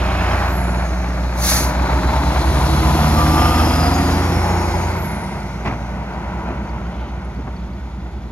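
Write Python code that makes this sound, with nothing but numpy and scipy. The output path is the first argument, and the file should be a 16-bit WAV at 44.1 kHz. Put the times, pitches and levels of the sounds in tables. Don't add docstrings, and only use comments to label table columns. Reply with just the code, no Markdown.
import sys
import numpy as np
from scipy import signal
from scipy.fft import rfft, irfft, next_fast_len
from scipy.io import wavfile

SR = 44100
rng = np.random.default_rng(int(sys.argv[2]) if len(sys.argv) > 2 else 0)


def generate_wav(sig):
    pcm = np.round(np.clip(np.atleast_2d(sig).T, -1, 1) * 32767).astype(np.int16)
    wavfile.write(sys.argv[1], SR, pcm)


N = 366471
TIME = np.arange(N) / SR

# (time [s], firing rate [Hz])
ENGINE_REVS = [(0, 85.7), (.4, 90.7), (.6, 77.5), (.8, 76.6), (1.0, 70.5), (1.3, 65.7), (1.55, 69.9),
               (1.8, 66.4), (2.0, 68.7), (2.75, 73.3), (3.25, 77.6), (4.6, 86.7), (4.85, 85.9), (5.2, 81.7),
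               (5.8, 71.4), (6.2, 68), (6.9, 64.8), (8.31, 68.6)]
# (throttle down [s], throttle up [s], share of full boost [0-1])
GEAR_PULLS = [(-6.5, .42, 1), (1.33, 4.91, 1), (6.0, 9, .03)]
# (frequency [Hz], density [dB per Hz])
SIDE_CLATTER = [(250, -82), (430, -12), (663, -5), (710, -2), (788, -4), (961, -3), (1050, -8), (1380, -9),
                (1660, -16), (1940, -18), (3090, -24.5), (3400, -22.5), (4420, -63), (7480, -120)]
# (frequency [Hz], density [dB per Hz])
REAR_CLATTER = [(250, -37), (430, -5), (538, -5), (587, 0.5), (651, -1), (844, 0), (953, 0.5), (1090, -7.5),
                (1490, -5.5), (1670, -15.5), (1950, -12), (2190, -13.5), (2430, -17.5), (3400, -28.5),
                (4420, -36), (7480, -120)]
# (frequency [Hz], density [dB per Hz])
REAR_RUMBLE = [(42, -29), (60, 4.5), (100, 1), (130, 2.5), (160, 0.5), (205, 6), (250, -7), (340, -4.5),
               (440, -15), (750, -51)]
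# (frequency [Hz], left minus right [dB])
PORT_TILT = [(60, -3), (250, -0.2), (500, -0.5), (1000, 3), (2000, -4.5), (4000, 4), (8000, 0)]
PASS_S, SPEED_M_PER_S, DISTANCE_M, SOUND_M_PER_S = 3.58, 8.4, 8.7, 343


def truck_exhaust(level_db, growl_db):
    # (multiple of the firing rate, level [dB], loudest at [s], rise [s], fall [s])
    stack_orders = [(3 / 6, -8, 0.1882, 1, .55), (3 / 6, -20.5, 3.7, 2, 1.8), (7, -12, 0.2, 2, 2),
                    (9, -14, 0.6, -0.5, -3), (11.5, -13, 0.6, 2, .5), (2, -7.5, 3, 2, 2),
                    (3, -8.5, 3.5, 1.1, 1), (4, -12, 2, 0.2, 0.694), (8 / 6, -11, 3.42, 0.76, .6),
                    (4, -10, 3.5, 0.65, 0.54), (17 / 6, -14, 3.3, 0.9, 1), (20 / 6, -9, 4, 1.27, 0.7),
                    (15 / 6, -15, 3.96, 1.2, 1.2), (9 / 6, -15.5, 4.3, 5.7, 2.5),
                    (35 / 6, -20, 4.5, 2, 2.3), (26 / 6, -15, 4.25, 0.86, 1.3), (4, -9, 4.5, 0.6, 0.5),
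                    (14 / 6, -12.5, 4.46, 1.1, 1.4), (2, -8.5, 4.5, 0.65, 2.5),
                    (27 / 6, -11.5, 5.13, 0.86, 0.473)]
    load_db = effort_db(coast_db=13.5, octave_db=5.0, attack_s=0.6, release_s=0.45)
    boom_db = level_db + passing_db(spreading=0.88, shade_db=1.5) + load_db
    growl_db = growl_db + passing_db(spreading=0.4026, shade_db=2.2)
    firing_hz = in_time(ENGINE_REVS)[0]
    return exhaust(firing_hz, boom_db, stack_orders, rough=.27, waver=.08, growl_db=growl_db)


def exhaust(firing_hz, level_db, orders, rough, waver, growl_db=0):
    phase, overtones = turns(firing_hz), 0
    offsets = rng.uniform(0, 2 * np.pi, size=100)
    for multiple, order_db, peak_s, rise_s, fall_s in orders:
        sixths = round(multiple * 6)
        shake = (1 + rough * drift(4.7)) / np.sqrt(1 + rough ** 2)
        gain = from_db(order_db) * swell(peak_s, rise_s, fall_s) * shake
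        timing = 1.4 * rough * drift(14)
        overtones += gain * np.cos(sixths / 6 * phase + offsets[sixths] + timing)
    fundamental = (1 + waver * drift(5.4)) * np.cos(phase)
    return np.sqrt(2) * from_db(level_db) * (fundamental + from_db(growl_db) * overtones)


def machinery(side_on_s, rear_on_s, away_s, turning_s):
    # (frequency [Hz], density [dB per Hz])
    block_rumble = [(42, -22), (60, 6), (100, 4.5), (130, 4.5), (180, 2.5), (230, 0), (290, 0.5), (380, -2),
                    (480, -17.5), (750, -30)]
    front_clatter = [(250, -40), (430, -10), (543, -6), (624, 2.5), (686, -2.5), (882, -1.5), (961, -4.5),
                     (1490, -6), (2010, -12.5), (2300, -12.5), (3040, -26), (3400, -29.5), (4420, -26.5),
                     (7480, -120)]
    intake_hiss = [(2000, 7), (3000, -4.5), (4200, 1), (6300, 0.5), (8000, -3.5), (10500, -8.5),
                   (12300, -8), (13500, -30), (16000, -32)]
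    # (time [s], left minus right [dB])
    engine_pan = [(0, -1), (.35, -0.9768), (1.7, 1), (4.5, 0.2), (5.6, 0.3), (8.3, -0.9991)]
    rumble_db, clatter_db, hiss_db = rig_levels(rumble_db=-22, clatter_db=-24, hiss_db=-35,
                                                rumble_bite_db=0.5, clatter_bite_db=2.5)
    past_front, past_side, away = (np.clip((TIME - s) / turning_s + .5, 0, 1)
                                   for s in (side_on_s, rear_on_s, away_s))
    knock = firings(sharpness=.2, uneven_db=1.7)
    front = np.sqrt(1 - past_front) * air(front_clatter, knock, repeat=0.11)
    side = np.sqrt(past_front * (1 - past_side)) * air(SIDE_CLATTER, knock, repeat=0.33)
    soft_knock = firings(sharpness=0.049, uneven_db=0.75)
    rear = np.sqrt(past_side) * air(REAR_CLATTER, soft_knock, repeat=0.14)
    clatter = front + side + rear + np.sqrt(1 - away) * block_tones()
    block = air(block_rumble, firings(sharpness=.3, uneven_db=1.5), repeat=.25)
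    rumble = np.sqrt(1 - away) * from_db(-1) * block + np.sqrt(away) * from_db(1) * air(REAR_RUMBLE)
    hiss = air(intake_hiss, firings(sharpness=0.022, uneven_db=0.83), repeat=0.12)
    upper = from_db(clatter_db) * clatter + from_db(hiss_db) * hiss
    return from_db(rumble_db) * rumble + panned(upper, in_time(engine_pan)[0])


def rig_levels(rumble_db, clatter_db, hiss_db, rumble_bite_db, clatter_bite_db):
    rumble = (rumble_db + passing_db(spreading=0.66, shade_db=2.5) + rumble_bite_db * bite()
              + effort_db(coast_db=2.0, octave_db=6.0, attack_s=0.3, release_s=0.49))
    clatter = (clatter_db + passing_db(spreading=0.86, shade_db=4.5) + clatter_bite_db * bite()
               + effort_db(coast_db=1.0, octave_db=21.5, attack_s=0.16, release_s=0.34))
    hiss = (hiss_db + passing_db(spreading=1.3621, shade_db=4.5)
            + effort_db(coast_db=2.0, octave_db=15.0, attack_s=0.27, release_s=0.1))
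    return rumble, clatter, hiss


def bite():
    return sum(swell(down + .36, rise_s=.34, fall_s=.6) for down, _, _ in GEAR_PULLS)


def firings(sharpness, uneven_db):
    phase = turns(in_time(ENGINE_REVS)[0])
    stroke = (phase / (2 * np.pi)).astype(int)
    strength = from_db(uneven_db * rng.standard_normal(1024))
    return rms_one(np.exp(-sharpness * np.cos(phase)) * strength[stroke])


def engine_cycle(size=3500):
    cycles = turns(in_time(ENGINE_REVS)[0]) / (2 * np.pi * 6)
    return rng.standard_normal(size)[(cycles * size).astype(int) % size]


def block_tones(count=26):
    firing_hz = in_time(ENGINE_REVS)[0]
    crank, out = turns(firing_hz / 3), 0
    for multiple in np.round(np.geomspace(17, 90, count) + rng.uniform(-.5, .5, count)):
        colour_db = at_hz(SIDE_CLATTER, multiple * firing_hz.mean() / 3)
        fade_db = 5.5 * np.tanh(drift(1.6))
        out = out + from_db(colour_db + fade_db) * np.cos(multiple * crank + rng.uniform(0, 2 * np.pi))
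    return from_db(-8) * at_ports(rms_one(out), pan_db=3.0, lag_s=0.00013)


def turbo(rush_db):
    # (frequency [Hz], density [dB per Hz])
    boost_rush = [(7000, -53), (9000, -5.5), (11000, 1), (12300, -2.5), (13500, -22.5), (16000, -41)]
    idle_hz, full_hz = 6989, 13000
    spool_lag_s, spool_s, coast_s = 1.36, .33, .49
    spool_db, flare_db, flare_rise_s, flare_fade_db_per_s = -44.5, -35.5, 0.14, 46
    speed, gain = 0, 0
    for down, up, boost in GEAR_PULLS:
        spun = ease((TIME - down - spool_lag_s) / spool_s)
        coasting = np.maximum(TIME - up, 0)
        speed = np.maximum(speed, boost * spun * np.exp(-coasting / coast_s))
        gaining = 4 * spun * (1 - spun)
        flare_shape = np.minimum(coasting / flare_rise_s, 1) ** 2
        flare = flare_shape * from_db(flare_db - flare_fade_db_per_s * coasting)
        gain = gain + boost * (from_db(spool_db) * gaining + flare)
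    load_db = effort_db(coast_db=7.5, octave_db=15, attack_s=2.151, release_s=0.7)
    rush_db = rush_db + passing_db(spreading=2.35, shade_db=8.0) + load_db
    hz = idle_hz + (full_hz - idle_hz) * speed
    gain = gain * np.clip(speed / .35, .1, 1)
    tone = whistle(hz, gain, width_hz=470, breathy=0.87, spread=0.95)
    return from_db(rush_db) * air(boost_rush) + tone


def driveline(thin_db):
    # (time [s], pitch [Hz])
    thin_pitch = [(3.6, 9350), (3.8, 9830), (4.1, 10020), (4.5, 9930), (4.7, 9690), (4.85, 9300),
                  (5.02, 8600)]
    # (peak [s], pitch [Hz], glide [Hz per s], level [dB], rise [s], fall [s], width [Hz])
    breathy_whines = [(.2, 2535, 2, -34.5, 1.3, 0.46, 840), (.3, 5092, -31.5, -49.5, .9, .25, 97),
                      (.78, 6830, -3400, -49, 0.73, 0.68, 460), (2.1, 900, -29, -27, 0.85, 0.47, 116),
                      (2.5, 6381, 121, -55, 2.685, 1.3, 240), (2.6, 4030, 100, -39.5, 1.6415, 1.7, 640),
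                      (2.73, 325.3, -10, -28, 0.51, 0.44, 6), (2.98, 996, -39.5, -30, 0.66, .45, 17),
                      (3.33, 5220, -29.5, -38, 0.38, 0.48, 80), (3.5, 3060, 1099.5, -40.5, 0.34, .45, 180),
                      (3.55, 2654, 249.5, -39, 0.48, 0.63, 170), (3.56, 870, 20, -32.5, 0.77, 0.23, 23),
                      (3.8, 5020, -550, -34.5, 0.64, 0.4, 160), (3.92, 711, 0, -31, .4, 0.41, 6),
                      (4.09, 4880, -200, -40, 0.26, 0.24, 130), (4.2, 5624, -150, -43, 0.2, 0.3, 200),
                      (4.33, 5180, 700, -46, .2, .2, 140), (4.52, 5400, -450, -43, 0.4834, 0.38, 220),
                      (4.66, 840, 55, -30, 0.55, 0.37, 7), (4.7, 863, 40.5, -39, .35, .35, 7),
                      (4.7, 901.5, 70, -32.5, .6, 0.71, 74), (6.4, 956, 0, -38, 0.73, 0.69, 90),
                      (4.75, 5130, -900, -48.5, .25, 0.252, 150), (4.78, 4600, -700, -50.5, .31, 0.25, 140),
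                      (4.9, 2130, 0, -42.5, 1.2, 1.1, 200), (5.55, 6000, 0, -55.5, 0.263, 0.54, 240),
                      (6.6, 6179, 153, -65, 1, 2, 240), (7.0, 3060, -0.5, -50, 0.243, 0.23, 983),
                      (8.0, 3420, 0.5, -57.5, 1.8, 1.5, 1100)]
    thin_gain = from_db(thin_db) * held(3.3, 4.87, attack_s=0.23, release_s=0.24)
    thin = whistle(in_time(thin_pitch)[0], thin_gain, width_hz=73, breathy=0.79, spread=1.0)
    flutter = from_db(1.5 * drift(22) - .2)
    whines = 0
    for peak_s, hz, glide, level_db, rise_s, fall_s, width_hz in breathy_whines:
        pitch_hz = hz + glide * (TIME - peak_s)
        gain = from_db(level_db) * swell(peak_s, rise_s, fall_s)
        whine = whistle(pitch_hz, gain, width_hz, breathy=0.8913, spread=0.52)
        whines = whines + panned(whine, at_hz(PORT_TILT, hz))
    return thin + flutter * whines


def air_puff(level_db):
    # (frequency [Hz], density [dB per Hz])
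    vented_air = [(1200, -1.5), (2200, -3), (3000, -14.5), (4000, -4.5), (4700, -2), (5200, -5.5),
                  (6300, 2.5), (7000, -5), (9000, -6), (11000, -1), (12700, -8), (13800, -21), (15600, -10)]
    sputter = from_db(.8 * drift(40))
    return from_db(level_db) * swell(peak_s=1.502, rise_s=0.12, fall_s=0.2) * sputter * air(vented_air)


def toot(top_db):
    # (time [s], pitch [Hz], level below its top [dB])
    note = [(3.13, 1196, -12), (3.195, 1182, 0), (3.31, 1178, -3), (3.45, 1208, 0), (3.615, 1230, -2),
            (3.635, 1226, -11), (3.76, 1246, -7), (3.9, 1268, -11)]
    hz, shape_db = in_time(note)
    gain = from_db(top_db + shape_db) * held(note[0][0], note[-1][0], attack_s=0.02, release_s=0.06)
    return whistle(hz, gain, width_hz=16, breathy=0.06, spread=0.55)


def squeal(pitch_hz):
    # (start [s], length [s], level [dB])
    grips = [(3.933, .05, -40), (4.05, .08, -41), (4.22, .08, -46), (4.422, .16, -43), (4.6, .26, -48)]
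    gain = sum(from_db(level_db) * held(s, s + length, attack_s=0.015, release_s=0.03)
               for s, length, level_db in grips)
    return whistle(pitch_hz * doppler(), gain, width_hz=19, breathy=0.21, spread=0.521)


def thumps(rise_s, clank_db):
    # (time [s], thud [dB], rattle [dB], slap [dB], decay by 60 dB [s])
    joints = [(.906, -22, -46, -60, 0.097), (1.945, -26, -42, -54, .08), (2.34, -24, -37, -50, 0.078),
              (2.974, -22, -36, -50, 0.077), (5.648, -21, -26, -32, 0.095), (5.657, -21, -22.5, -28, 0.11),
              (5.672, -17, -21.5, -29, 0.071), (5.692, -23, -24, -36, .07), (5.708, -21, -23.5, -39, 0.076),
              (5.722, -22.5, -29, -39, .22), (6.434, -29, -28, -48, .07), (6.459, -34, -26, -41, 0.11),
              (6.479, -22, -27, -39, 0.098), (6.502, -27, -33, -46, .2), (7.384, -19.5, -50, -62, .1),
              (7.469, -26, -27.5, -47, .06), (7.475, -26, -29, -49, .09)]
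    # (frequency [Hz], density [dB per Hz])
    thud_body = [(70, -12), (130, 9), (280, 8), (430, -1), (700, -17), (1300, -34)]
    loose_steel = [(400, 2), (720, 13), (900, 11), (1400, 3.5), (1800, -4), (3000, -22)]
    panel_slap = [(1400, -6), (2000, 2.5), (2450, 3), (2900, -9), (3600, -14.5), (6000, -22), (12000, -38)]
    thud, rattle, slap = 0, 0, 0
    for s, thud_db, rattle_db, slap_db, t60 in joints:
        age = np.maximum(TIME - s, 0)
        shake = 1e-3 ** np.minimum(age / t60, 2) * (1 - np.exp(-age / rise_s))
        thud = thud + from_db(thud_db) * shake
        rattle = rattle + from_db(rattle_db) * shake
        slap = slap + from_db(slap_db) * shake
    clanks = rms_one(from_db(clank_db * drift(200)))
    return thud * air(thud_body) + rattle * air(loose_steel, clanks) + slap * air(panel_slap, clanks)


def squeaks(rise_s, rough):
    # (time [s], pitch [Hz], level [dB])
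    chirps = [(6.135, 4610, -42), (6.27, 7100, -50), (6.65, 4453, -48.5), (6.69, 4620, -43),
              (7.245, 10700, -51.5), (7.36, 4560, -51), (7.563, 4530, -44), (7.732, 4580, -50)]
    out, t = np.zeros(N), np.arange(SR // 8) / SR
    for s, hz, level_db in chirps:
        start = int(s * SR)
        shape = t / rise_s * np.exp(1 - t / rise_s)
        out[start:start + len(t)] += from_db(level_db) * shape * np.sin(2 * np.pi * hz * t)
    return out * (1 + rough * drift(220)) / np.sqrt(1 + rough ** 2)


def trailer_tyres(roar_db, rumble_db):
    roll = from_db(roar_db) * air(REAR_CLATTER) + from_db(rumble_db) * air(REAR_RUMBLE)
    return swell(peak_s=6.17, rise_s=1.0, fall_s=2.05) * roll


def cooling_unit(level_db, dip_db, firing_hz):
    # (multiple of the firing rate, level [dB], loudest at [s], rise [s], fall [s])
    cooling_orders = [(3, -10, 0.74, 4.8, 3.3), (2, -15, 4, 12, 13.36), (3, -10.5, 6.2, 1.7, 5)]
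    dip = dip_db * swell(peak_s=5.27, rise_s=0.564, fall_s=0.32)
    hum_db = level_db + passing_db(spreading=0.18, shade_db=4.5) - dip
    return exhaust(firing_hz * doppler(), hum_db, cooling_orders, rough=.35, waver=.03)


def air(spectrum, drive=1, repeat=0):
    # (frequency [Hz], side minus mid [dB])
    port_width = [(60, -26), (125, -22.5), (250, -19), (500, -10), (1000, -10), (2000, -2), (4000, 4.5),
                  (10000, -3.5), (14000, 5.5)]
    # (frequency [Hz], share [0-1])
    lead_share = [(60, .7), (250, 0.37), (500, 0.3285), (1000, 0.6505), (2000, 0.68), (4000, .35),
                  (10000, .8)]
    size = next_fast_len(N, real=True)
    hz = np.geomspace(1, SR / 2, 1500)
    bins = np.arange(size // 2 + 1) * SR / size
    outside = np.minimum(hz / spectrum[0][0], 1) * np.minimum(spectrum[-1][0] / hz, 1)
    colour = from_db(at_hz(spectrum, hz)) * outside ** 4
    noise, repeat = rng.standard_normal((2, N)), np.clip(repeat, 0, 1)
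    if repeat:
        noise[0] = np.sqrt(1 - repeat) * noise[0] + np.sqrt(repeat) * engine_cycle()
    driven = (noise * drive).astype(np.float32)
    direct, scattered = rfft(driven, size) * np.interp(bins, hz, colour)
    share = np.clip(at_hz(lead_share, hz), 0, 1)
    width = from_db(at_hz(port_width, hz))
    lead = 1j * width * np.sqrt(share) + from_db(at_hz(PORT_TILT, hz) / 2) - 1
    scatter = width * np.sqrt(1 - share)
    side = direct * np.interp(bins, hz, lead) + scattered * np.interp(bins, hz, scatter)
    mid, side = irfft(np.array([direct, side], np.complex64), size)[:, :N].astype(float)
    return np.array([mid + side, mid - side]) / np.std(mid)


def whistle(hz, gain, width_hz, breathy, spread):
    breathy = np.clip(breathy, 0, 1)
    breath = drift(width_hz) + 1j * drift(width_hz)
    flutter = np.sqrt(1 - breathy) + np.sqrt(breathy / 2) * breath
    tone = np.sqrt(2) * gain * flutter * np.exp(1j * turns(hz))
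    side = spread * tone.imag * (1 + 0.38 * drift(9.1))
    return np.array([tone.real - side, tone.real + side])


def path():
    along = SPEED_M_PER_S * (TIME - PASS_S)
    distance = np.hypot(along, DISTANCE_M)
    return 20 * np.log10(DISTANCE_M / distance), along / distance


def doppler():
    return 1 / (1 + path()[1] * SPEED_M_PER_S / SOUND_M_PER_S)


def passing_db(spreading, shade_db):
    loss_db, bearing = path()
    return spreading * loss_db - shade_db * bearing


def effort_db(coast_db, octave_db, attack_s, release_s):
    load = sum(held(down, up, attack_s, release_s) for down, up, _ in GEAR_PULLS)
    revs = np.log2(in_time(ENGINE_REVS)[0])
    return coast_db * (load - 1) + octave_db * (revs - revs.mean())


def at_ports(x, pan_db, lag_s):
    left = np.interp(TIME + lag_s / 2, TIME, x)
    right = np.interp(TIME - lag_s / 2, TIME, x)
    return panned([left, right], pan_db)


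def panned(x, pan_db):
    return np.array([x[0] * from_db(pan_db / 2), x[1] * from_db(-pan_db / 2)])


def held(start_s, end_s, attack_s, release_s):
    attack = np.clip((TIME - start_s) / attack_s, 0, 1)
    return attack * np.clip(1 - (TIME - end_s) / release_s, 0, 1)


def swell(peak_s, rise_s, fall_s):
    away = (TIME - peak_s) / np.where(TIME < peak_s, rise_s, fall_s)
    return from_db(-20 * np.minimum(away ** 2, 10))


def ease(s):
    return .5 + .5 * np.tanh(s / 2)


def drift(rate):
    r = np.exp(-20 * np.pi * rate / SR)
    chance = rng.standard_normal(N // 10 + 4002)
    slow = signal.lfilter([1], [1, -2 * r, r * r], chance)[4000:]
    return np.interp(np.arange(N) / 10, np.arange(len(slow)), rms_one(slow))


def turns(hz):
    return 2 * np.pi * np.cumsum(hz) / SR


def in_time(rows):
    s, *columns = np.transpose(rows)
    return [np.interp(TIME, s, c) for c in columns]


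def at_hz(points, hz):
    table = np.array(points)
    return np.interp(np.log(hz), np.log(table[:, 0]), table[:, 1])


def from_db(db):
    return 10 ** (np.asarray(db) / 20)


def rms_one(x):
    return x / np.sqrt(np.mean(x ** 2) + 1e-20)


def scene():
    stack = truck_exhaust(level_db=-19.0, growl_db=2.5)
    cooling = cooling_unit(level_db=-23.0, dip_db=7, firing_hz=59.27)
    drone = at_ports(stack - cooling, pan_db=-0.8, lag_s=0.00014)
    rig = machinery(side_on_s=2.38, rear_on_s=4.09, away_s=4.68, turning_s=0.97)
    tyres = trailer_tyres(roar_db=-33.5, rumble_db=-33.0)
    whines = turbo(rush_db=-40.0) + driveline(thin_db=-52.5) + squeal(pitch_hz=6745)
    signals = toot(top_db=-23) + air_puff(level_db=-19.0)
    knocks = thumps(rise_s=0.003, clank_db=1.4) + squeaks(rise_s=0.0031, rough=0.83)
    return drone + rig + tyres + whines + signals + knocks


def port_notch(x, hz, q):
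    return signal.lfilter(*signal.iirnotch(hz, q, fs=SR), x)


def record(dry):
    top_cut = signal.cheby2(14, 70, 16500, fs=SR, output="sos")
    return signal.sosfilt(top_cut, port_notch(dry, hz=8250, q=5.5))


dry = scene()
out = record(dry)
generate_wav(out)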